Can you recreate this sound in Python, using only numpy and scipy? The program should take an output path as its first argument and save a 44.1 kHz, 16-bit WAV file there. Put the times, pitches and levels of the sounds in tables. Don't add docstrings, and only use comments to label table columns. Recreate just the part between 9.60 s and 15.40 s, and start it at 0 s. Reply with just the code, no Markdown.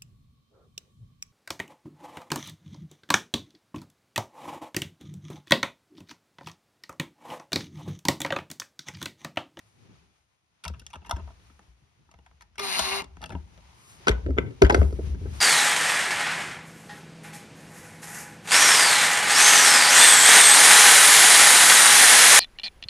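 import sys
import numpy as np
from scipy import signal
from scipy.fft import rfft, irfft, next_fast_len
from scipy.io import wavfile
from scipy.ndimage import map_coordinates

SR = 44100
rng = np.random.default_rng(int(sys.argv[2]) if len(sys.argv) > 2 else 0)


def wav_out(sig):
    wavfile.write(sys.argv[1], SR, np.round(np.clip(np.atleast_2d(sig).T, -1, 1) * 32767).astype(np.int16))


N = 255912

# t/s, peak level/dB around 850 Hz, weight/dB (380 Hz over that level),
# crack/dB (2.2 kHz over it), hardness/dB (4.9 kHz click over it), contact t60/s before the band scaling,
# favoured body f/Hz, favoured crack f/Hz
CONTACTS = [(1.038, -53.5, -19.0, 19.5, 17.5, 0.044, 1230, 3360),
            (1.044, -50, -2, -1, 11, 0.022, 1290, 2970), (1.051, -35.5, -24, 3, 4, 0.044, 960, 2690),
            (1.058, -34, -23, 1, -23.0, 0.034, 1000, 2680), (1.067, -33.5, -19, -13, -33, 0.03, 910, 2710),
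            (1.08, -45, -25.0, 9, 18, 0.039, 1290, 2720), (1.098, -47.0, 1.5, -2, -13, 0.022, 950, 3310),
            (1.137, -53, -18, 7.5, -6.0, 0.073, 920, 2520),
            (1.195, -63.5, -14.0, 13, 20.5, 0.045, 1380, 2700), (1.217, -58, -3, 5, -2, 0.023, 1540, 1810),
            (1.265, -58.5, -20, 19, 27.5, 0.024, 1680, 3310), (1.302, -58, -38.0, 9, 8, 0.057, 1380, 2590),
            (1.331, -34.5, -53.0, 0, -9.5, 0.094, 900, 3360), (1.344, -41, -15, -5, -12, 0.043, 890, 2490),
            (1.356, -39, -12, -1.5, -9.0, 0.031, 1230, 2820), (1.417, -53.5, -4, -3, -20, 0.075, 930, 2730),
            (1.447, -46.5, -36.0, 0, -14.0, 0.046, 940, 2830), (1.46, -46, -14, -1.0, -2, 0.092, 940, 2760),
            (1.494, -29, -24, -9.0, -7.5, 0.042, 900, 3120),
            (1.51, -20, -48, -4.5, -3.5, 0.032, 1280, 2750),
            (1.524, -29.5, -16.5, -24.0, -45.0, 0.025, 990, 2640),
            (1.561, -40.5, -4, -2.5, -3.5, 0.08, 1440, 2940),
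            (1.578, -40.5, -11.5, -17, -25.0, 0.054, 660, 1810),
            (1.594, -43, -3.5, -12, -21, 0.075, 940, 2720),
            (1.675, -44.5, -20, -13.0, -22, 0.025, 730, 2380),
            (1.689, -47.5, -21, -12, -26.0, 0.033, 910, 2450),
            (1.703, -45, -25, -19.0, -26.0, 0.022, 664, 2760), (1.9, -55, -5.5, -2, -12, 0.014, 1340, 1820),
            (1.993, -48, -12, -6, -6.5, 0.0054, 855, 1800),
            (2.489, -53.5, -13.5, -14, -32.5, 0.016, 870, 1810),
            (2.513, -56.5, -15, 1.5, 2.5, 0.053, 900, 2500), (2.54, -53.5, -8, 2, -7, 0.011, 810, 2140),
            (2.588, -56, -4, 0, -7, 0.031, 840, 4150), (2.662, -52, -36.0, 5.5, -5, 0.048, 950, 2130),
            (2.712, -56.5, -10.5, -3, -16, 0.014, 1050, 2020),
            (2.808, -51.5, -40, 7.5, 0, 0.072, 950, 2070), (2.82, -53, -41, 3, 4.5, 0.02, 950, 1800),
            (2.956, -60, -32, 8, 6, 0.018, 1580, 1870), (2.982, -40.5, -20.0, 6.5, 7, 0.023, 740, 2050),
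            (2.993, -31, -29, -3, 4.5, 0.083, 1300, 2200), (3.192, -19.5, -24, -9, 6, 0.044, 780, 3720),
            (3.42, -38.5, -5.5, 0, 3, 0.012, 1000, 2100), (3.441, -55.5, 5, 10, 11, 0.033, 915, 2160),
            (3.569, -47, -5.5, -0.5, -7.5, 0.018, 870, 1810),
            (3.608, -48.5, -7, -9, -25.0, 0.028, 730, 2950),
            (3.616, -52.5, -20, 12, 10.5, 0.036, 760, 1940), (3.625, -34.5, -15, -9, -9, 0.075, 670, 2700),
            (3.639, -41.5, -7.5, 12.5, 5.5, 0.014, 630, 3070),
            (3.659, -50.5, 1.5, 10, 11.5, 0.031, 1130, 2780), (3.694, -43, -5, -4, 0, 0.029, 950, 2920),
            (3.703, -35.5, -9.5, -4.5, -9, 0.02, 700, 2940),
            (3.718, -38, -3, -4.5, -13.5, 0.097, 800, 2260), (3.75, -34, -2, -10, -27.0, 0.023, 620, 2660),
            (3.761, -45, -6, -25.0, -31.0, 0.028, 645, 2720), (3.976, -57, 0, 3.5, 0, 0.059, 700, 2260),
            (4.398, -61, 8, -8.0, -21, 0.051, 1420, 3350), (4.47, -12, -7.5, -11, -13, 0.038, 1460, 2100),
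            (4.481, -14.5, -3.5, 4.0, -3, 0.031, 1490, 3340), (4.491, -26, 11.5, 7, 6, 0.039, 580, 2150),
            (4.512, -34.5, -3, 10.5, -2, 0.034, 874, 2020),
            (4.663, -38.5, 12.5, 2.5, -11.5, 0.019, 1480, 1930),
            (4.686, -46.5, 22.5, -14, -20, 0.062, 563, 1870),
            (4.705, -41.5, 16.0, -2.0, -10.0, 0.018, 740, 2090),
            (4.768, -37.5, 6, -9, -27, 0.038, 1070, 1960), (4.777, -24, -9, -3, -26, 0.025, 1420, 2130),
            (4.784, -23.5, 9, 11.5, -9, 0.024, 1500, 2010), (4.817, -45, 1.0, -4.0, -17, 0.065, 780, 1820),
            (4.86, -52, 12, 5, -13, 0.18, 580, 2140), (4.904, -56.5, 19, 6.0, -2, 0.056, 620, 1880),
            (5.019, -10.5, 6, -2, -7, 0.027, 694, 1800), (5.033, -21, 7.5, -12.5, -11, 0.031, 720, 1820),
            (5.047, -33.5, 5, 15, 1.5, 0.055, 1680, 2400), (5.066, -27, -5.0, 0, -9, 0.017, 740, 2450),
            (5.097, -10.0, -6.0, -4.5, -13, 0.029, 880, 2100),
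            (5.106, -14.5, -11, 0, -11, 0.022, 870, 2080), (5.121, -29.5, 12.5, -31, -2.5, 0.11, 660, 2080),
            (5.145, -8.5, -5, -6.5, -11.5, 0.024, 1510, 1990),
            (5.161, -33, 11, -22.0, -12.0, 0.081, 600, 2050), (5.176, -38, 18, -19.0, 0, 0.02, 690, 1830),
            (5.215, -26, 6, -8, -20, 0.015, 670, 1800), (5.229, -44.5, 20.5, 13, -2, 0.022, 580, 2160),
            (5.307, -48, 4, 1, -6, 0.014, 580, 1980), (5.325, -45.5, 15.5, -9, -2.0, 0.035, 735, 2270),
            (5.389, -41.5, 17, -22.0, -36, 0.049, 675, 2050), (5.445, -63, 16, 6, -8.0, 0.041, 1070, 2100),
            (5.468, -62, 17.5, -5, -10, 0.038, 580, 2070), (5.546, -48, 7.0, -1, -7, 0.043, 580, 1870),
            (5.612, -72, 31.5, 2, -16.0, 0.038, 1170, 2060),
            (5.655, -44.5, 12.5, -13, -30, 0.056, 570, 2030)]
# f/Hz before detuning, level/dB struck near the bit, level/dB struck at the far end, t60/s
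SHELL_MODES = [(175.3, 3.5, -4.5, 0.076), (256.8, 0, -2, 0.076), (380.8, -0.5, 7, 0.028),
               (473, -4.5, -9, 0.046), (672.6, 2.5, -6, 0.031), (827, 1.5, -3, 0.11), (944, 6, 2.5, 0.037),
               (1306, 3.5, -1, 0.023), (1535, -3, 1, 0.016), (1804, 0, -13, 0.024), (2135, -6, 1.5, 0.0078),
               (2734, -1, -6, 0.018), (3390, -2.5, -1.5, 0.0073), (4570, -6, -6, 0.012),
               (5260, -1, -7.5, 0.012), (6090, -0.5, -4, 0.0037), (8860, 0.5, -0.5, 0.0021),
               (12100, -25, -28, 0.012)]
BANDS_HZ = [60, 170, 380, 850, 2200, 4900, 10000, 17000]
TOP_DB = (-5.5, -12.5)
# t/s, motor tone f/Hz, tone level/dB, gear growl level/dB, gear rasp level/dB, casing ring level/dB
DRIVER = [(2.98, 403.4, -51, -71, -47, -42), (2.996, 401.4, -49, -33, -43, -37.5),
          (3.006, 405, -36, -50, -43.5, -46), (3.036, 400.6, -40.5, -39, -32.5, -42),
          (3.072, 386.4, -44, -38, -32, -46), (3.11, 376.2, -47, -38.5, -29.5, -39.5),
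          (3.156, 380.5, -53, -36, -29, -29), (3.18, 377.8, -46, -33.5, -27, -47),
          (3.214, 373.6, -55, -38.5, -28.5, -45), (3.28, 383, -40.5, -36.5, -31.5, -39),
          (3.3, 380.3, -42, -39, -31, -39), (3.326, 391.9, -38, -36, -32.5, -26.5),
          (3.36, 391.3, -38, -35.5, -31, -43), (3.404, 393.7, -39, -36.5, -36.5, -33.5),
          (3.44, 363, -81, -49, -61, -60)]
# multiple of the tone f, mean level/dB against the growl, phase waver/rad
PARTIALS = [(.5, -9, .5), (2, -11, 1.1), (2.5, -14, 1.3), (2.799, -12, .7), (3, -7.5, .4)]
# f/Hz, relative level/dB per Hz
GROWL = [(88, -59), (150, -15), (254, -6), (341, -48), (383, -34), (534, -10.5), (774, -2), (1100, -7.5),
         (1450, -7), (2200, -15), (4000, -120)]
# f/Hz, relative level/dB per Hz
RASP = [(700, -64), (1450, -3.5), (2000, -4), (3400, -3), (4050, 3.5), (4400, 2), (4700, 0), (5200, -7),
        (6910, -7), (7920, -92), (8400, -6), (9440, -7), (11400, -16.5), (14300, -23.5), (16400, -84)]
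# f/Hz, width/Hz, relative level/dB
CASING = [(2134, 120, -0.5), (2430, 84, -4), (2790, 160, -2.5)]
# f/Hz, left over right level/dB
DRIVER_LEAN = [(60, 1), (180, -2.5), (550, 3.5), (1650, 1.5), (4970, 4.5), (8800, 0)]
# t/s, strength level/dB before rise and decay, f/Hz
BOOMS = [(1.053, -30, 173.7), (1.059, -28, 74.7), (1.085, -28.5, 72), (1.094, -41, 127.3),
         (1.364, -33.5, 77), (1.53, -20, 69.5), (1.612, -25.5, 70.8), (2.079, -42.5, 57.4),
         (2.216, -50, 141), (2.55, -42, 69), (3.202, -33, 64.6), (3.549, -36.5, 60.3), (3.707, -30.5, 82),
         (3.736, -22.5, 74.5), (4.496, -8.5, 59.4), (4.683, -11.5, 69.5), (4.717, -18.5, 73),
         (4.785, -19.5, 93.4), (5.03, -0.5, 65), (5.082, -14, 64), (5.127, -18, 68.5), (5.185, -4, 69.8),
         (5.328, -18, 64.9), (5.403, -44, 66), (5.466, -20.5, 78), (5.608, -22, 71.8)]
# t/s, rumble level/dB, rustle level/dB, hiss level/dB
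HANDLING = [
    [(0, -68, -68, -74), (.11, -78, -70, -73.5), (.31, -64, -63.5, -76), (.59, -73, -74, -80.5),
     (.84, -82, -77.5, -84.5), (1.03, -88, -72.5, -83), (1.1, -53, -68.5, -77), (1.4, -61, -68.5, -82),
     (1.56, -48, -62, -75.5), (1.9, -58, -64.5, -71), (2.14, -66, -72, -80), (2.95, -62.5, -72, -83.5)],
    [(3.47, -52, -67.5, -79), (3.74, -42, -65, -74), (4.1, -61, -61, -70.5), (4.3, -67, -59.5, -54),
     (4.46, -55, -56.5, -70), (4.68, -32, -62, -73.5), (4.85, -43, -65.5, -72), (5.08, -55, -56.5, -70),
     (5.19, -24, -51, -54.5), (5.32, -32.5, -62, -62.5), (5.47, -26.5, -52.5, -61), (5.57, -35, -61.5, -70),
     (5.8, -35, -50, -53)],
]
# t/s, level/dB
SCRAPING = [(0, -68), (.12, -67), (.3, -52), (.42, -62.5), (.6, -79.5), (1.02, -78.5), (1.1, -55),
            (1.3, -66), (1.56, -59.5), (1.9, -67.5), (2.3, -69), (2.95, -70.5), (3.47, -64), (3.74, -62),
            (4.1, -63), (4.44, -61), (4.68, -43), (4.85, -37), (5.08, -65), (5.19, -38), (5.32, -44.5),
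            (5.47, -38.5), (5.57, -40.5), (5.8, -46)]
# f/Hz, relative level/dB per Hz
RUMBLE = [(12, -58), (20, -33), (44, -3), (65, 8.5), (79, 3.5), (108, -11), (200, -22), (260, -33),
          (440, -120)]
# f/Hz, relative level/dB per Hz
SCRAPE = [(59, -48), (100, 6), (270, -11), (376, -11), (477, -17), (612, -26), (900, -33), (1170, -72),
          (1980, -120)]
# f/Hz, relative level/dB per Hz
RUSTLE = [(290, -11), (500, -9.5), (613, -7.5), (735, -5.5), (1010, -5), (1640, -9), (2310, -7.5),
          (5160, -14.5), (6700, -15), (7500, -36), (9750, -54), (16500, -120)]
# f/Hz, relative level/dB per Hz
HISS = [(4410, -10.5), (7500, -4), (9670, -8.5), (12800, -20), (13800, -12), (14100, -25), (16000, -26)]
# t/s, centre f/Hz, level/dB
RUB = [(3.84, 800, -83), (3.9, 929, -70), (4.09, 880, -66.5), (4.32, 1250, -67), (4.42, 1156, -73),
       (4.47, 970, -78)]
# f/Hz, t60/s
ROOM = [(200, 0.61), (2000, 0.24), (10000, 0.12)]
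# f/Hz, phase/rad
PORTS_BIT = [(0, 0), (1030, 0.4), (1810, -2.3), (2410, -0.6), (3010, 0.9), (3700, -0.4), (5340, 0.9),
             (5600, -1.5), (6290, -2.6), (8100, -3.4), (9820, -5.8), (12100, -6.6), (13600, -9.3),
             (16000, -9.6)]
# f/Hz, phase/rad
PORTS_SHELL = [(0, 0), (430, -0.3), (950, -2.8), (1290, -1.5), (2930, -3.9), (3190, -3.4), (4480, -6.0),
               (5340, -6.1), (6200, -8.8), (8180, -9.7), (9730, -12.2), (12400, -12.9), (13800, -15.7),
               (16000, -15.7)]
# f/Hz, phase/rad
PORTS_DRIVER = [(0, 0), (340, -5.4), (600, -4.3), (1460, -8.5), (2930, -5.3), (3620, -2.2), (3960, -4.7),
                (5510, -0.4), (6200, -2.5), (8180, -3.4), (9820, -6.3), (12900, -6.3), (13300, -9.4),
                (16000, -9.4)]

PUT_DOWN_S = 4
THUMP_DB = (2, -10)
SPOT_DB, SPOT_SPREAD = 9.5, 0.096
MODE_PHASE_SPREAD = 0.62
MODE_BYPASS = 0.3
RATTLE_DB, RATTLE_T60_S = -29.5, 0.17
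RATTLE_BLUR, RATTLE_SHARED = 2.97, 0.29
LEAN_DB, LEAN_SCATTER_DB = 6, 3
BOOM_T60_S, BOOM_RISE_S = 0.24, 0.0054
SHUDDER_DB, SHUDDER_T60_S = -11.5, 0.28
RUB_HALF_WIDTH_HZ = 160
TOP_HZ = 16400


def amp(db):
    return 10 ** (np.asarray(db) / 20)


def unit(x):
    return x / np.sqrt(np.mean(x ** 2) + 1e-20)


def along(points, hz):
    f, value = np.transpose(points)
    return np.interp(np.log(hz + 1), np.log(f + 1), value)


def curves(rows):
    s, *columns = np.transpose(rows)
    return [np.interp(np.arange(N) / SR, s, column) for column in columns]


def wobble(rate):
    knots = rng.standard_normal(int(N * rate / SR) + 4)
    return map_coordinates(knots, [np.arange(N) * rate / SR])


def filtered(x, response):
    m = next_fast_len(x.shape[-1] + 8192)
    return irfft(rfft(x, m) * response(np.fft.rfftfreq(m, 1 / SR)), m)[..., :x.shape[-1]]


def coloured(x, spectrum):
    return unit(filtered(x, lambda hz: amp(along(spectrum, hz))))


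def pair_of(shared):
    common, left, right = rng.standard_normal((3, N))
    return np.sqrt(shared) * common + np.sqrt(1 - shared) * np.array([left, right])


def ports(pair, lead):
    f, radians = np.transpose(lead)
    return filtered(pair, lambda hz: np.exp(.5j * np.outer([1, -1], np.interp(hz, f, radians))))


def contacts():
    out, t = np.zeros((2, N + SR)), np.arange(SR // 5) / SR
    f = np.fft.rfftfreq(len(t), 1 / SR)
    hats = np.array([along(np.transpose([BANDS_HZ, hat]), f) for hat in np.eye(8)[1:7]])
    bands = np.sin(np.pi / 2 * hats) ** 2
    mode_hz, *mode_db, mode_t60 = np.transpose(SHELL_MODES)[:, :, None]
    width = np.log(1000) / (np.pi * mode_t60)
    lead = .01
    late = np.clip(t - lead, 0, None)

    for s, db, weight_db, crack_db, hard_db, contact, *favoured_hz in CONTACTS:
        far = int(s > PUT_DOWN_S)
        grain = amp(4 * rng.standard_normal(len(t) // 32 + 1)).repeat(32)[:len(t)]
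        chatter, *loose = rng.standard_normal((3, len(t))) * grain
        loose = np.sqrt(RATTLE_SHARED) * chatter + np.sqrt(1 - RATTLE_SHARED) * np.array(loose)

        settle = max(contact, .004) * np.array([[1.2], [1.15], [1.05], [.9], [.75], [.6]])
        rattle = RATTLE_T60_S * np.array([[1.1], [1.1], [1.05], [.6], [.45], [.4]])
        rise = 1 - np.exp(-late / (0.012 * settle))

        hz = mode_hz * rng.normal(1, .015, mode_hz.shape)
        grip_db = rng.normal(0, 2, hz.shape)
        nearness = np.exp(-(np.log(mode_hz / favoured_hz) / SPOT_SPREAD) ** 2)
        spot = nearness.sum(1, keepdims=True)
        gap = MODE_PHASE_SPREAD * rng.standard_normal(hz.shape) * np.reshape([.5, -.5], (-1, 1, 1))
        sign = rng.choice([-1, 1], hz.shape)
        strength = amp(mode_db[far] + grip_db) * sign * np.exp(1j * gap)

        def shell(w, boost):
            modes = boost * strength * 1j * f * w / (hz * hz - f * f + 1j * f * w)
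            return (modes.sum(1) + MODE_BYPASS)[:, None] * bands

        blow_drive = chatter * amp(-60 * late / settle) * rise
        blow = irfft(rfft(blow_drive) * shell(width, amp(SPOT_DB * spot)), len(t))
        tail_drive = loose[:, None] * amp(RATTLE_DB - 60 * late / rattle) * rise
        tail = irfft(rfft(tail_drive) * shell(RATTLE_BLUR * width, 1), len(t))
        parts = (blow + tail) / np.abs(blow).max(-1, keepdims=True)

        levels = db + np.array([weight_db + THUMP_DB[far], weight_db, 0,
                                crack_db, hard_db, hard_db + TOP_DB[far]])
        lean_shares = np.array([0.61, 0.057, 0.3, 0.7, 0.74, 0.0193])
        lean_db = rng.normal(LEAN_DB, LEAN_SCATTER_DB) * lean_shares
        gains = amp(levels + np.outer([.5, -.5], lean_db))
        out[:, round((s - lead) * SR):][:, :len(t)] += (gains[..., None] * parts).sum(1)
    return out[:, :N]


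def driver():
    hz, tone_db, growl_db, rasp_db, ring_db = curves(DRIVER)
    t = np.arange(N) / SR
    start = np.clip((t - DRIVER[0][0]) / 0.00082, 0, 1)
    stop = np.clip((DRIVER[-1][0] - t) / 0.03, 0, 1)
    turn = 2 * np.pi * np.cumsum(hz) / SR
    tone = np.sqrt(2) * np.sin(turn)
    partials = np.sqrt(2) * sum(amp(db + 3.5 * wobble(18)) * np.sin(k * turn + waver * wobble(45))
                                for k, db, waver in PARTIALS)
    throb = 1 + 0.21 * np.cos(turn / 2 + 0.33 * wobble(40))
    teeth = throb * amp(0.72 * wobble(130))
    growl = coloured(pair_of(0.44) * teeth, GROWL)
    rasp = coloured(pair_of(0.72) * teeth, RASP)

    def casing(f):
        return sum(amp(db) / (1 + (2 * (f - centre) / w) ** 2) for centre, w, db in CASING)

    ring = unit(filtered(pair_of(0.68) * teeth, casing))
    whir = amp(tone_db) * tone + amp(growl_db) * (growl + partials)
    whir = start * stop * (whir + amp(rasp_db) * rasp + amp(ring_db) * ring)
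    leaning = filtered(whir, lambda f: amp(np.outer([.5, -.5], along(DRIVER_LEAN, f))))
    return ports(leaning, PORTS_DRIVER)


def bench():
    boom, shake, t = np.zeros(N + SR), np.zeros(N + SR), np.arange(SR // 2) / SR
    rise = (1 - np.exp(-t / BOOM_RISE_S)) ** 2
    for s, db, hz in BOOMS:
        at = round(s * SR)
        swing = amp(db - 60 * t * hz / (70 * BOOM_T60_S)) * rise
        boom[at:][:len(t)] += swing * np.sin(2 * np.pi * hz * t)
        shake[at:][:len(t)] += amp(db + SHUDDER_DB - 60 * t / SHUDDER_T60_S) * rise
    shudder = shake[:N] * coloured(pair_of(0.94), RUMBLE)
    return (boom[:N] + shudder) * amp([[1.5], [-1.5]])


def handling():
    rumble_db, rustle_db, hiss_db = curves(np.vstack(HANDLING))
    scrape_db, = curves(SCRAPING)
    lumps_db, grain_db = 3 * wobble(14), wobble(20)
    rumble = amp(rumble_db + lumps_db) * coloured(pair_of(0.95), RUMBLE)
    scrape = amp(scrape_db + 2.5 * wobble(25)) * coloured(pair_of(0.39), SCRAPE)
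    rustle = amp(rustle_db + grain_db + 0.78 * wobble(160)) * coloured(pair_of(0.02), RUSTLE)
    hiss = amp(hiss_db + grain_db) * coloured(pair_of(1.0), HISS)
    return (rumble + ports(scrape + rustle + hiss, PORTS_SHELL)) * amp([[1.2], [-1.2]])


def rub():
    hz, db = curves(RUB)
    t = np.arange(N) / SR
    noise = np.array([wobble(RUB_HALF_WIDTH_HZ * 2), wobble(RUB_HALF_WIDTH_HZ * 2)])
    band = noise * np.sin(2 * np.pi * np.cumsum(hz) / SR)
    return amp(db) * unit(band) * ((t > RUB[0][0]) & (t < RUB[-1][0]))


def room(x):
    out, step = np.zeros((2, N + SR)), SR // 4
    for at in range(0, N, step):
        hz, t, z = signal.stft(rng.standard_normal((2, SR // 3)), SR, nperseg=256)
        decay = amp(-60 * t / along(ROOM, hz)[:, None])
        tail = signal.istft(z * decay, SR, nperseg=256)[1]
        wet = signal.fftconvolve(x[None, at:at + step], tail / np.linalg.norm(tail[0]), axes=1)
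        out[:, at + 128:][:, :wet.shape[1]] += wet
    return out[:, :N]


def scene():
    knocks, whir = contacts(), driver()
    early = np.arange(N) < PUT_DOWN_S * SR
    direct = ports(knocks * early, PORTS_BIT) + ports(knocks * ~early, PORTS_SHELL) + whir
    answer = amp(-19.5) * room(knocks[0] + 0.86 * whir[0])
    return direct + bench() + handling() + rub() + answer


def record(dry):
    thin = filtered(dry, lambda hz: (1j * hz / (1j * hz + 25)) ** 4)
    rounded = thin / (1 + np.abs(thin / .95) ** 6) ** (1 / 6)
    return filtered(rounded, lambda hz: hz < TOP_HZ)


dry = scene()
out = record(dry)
wav_out(out)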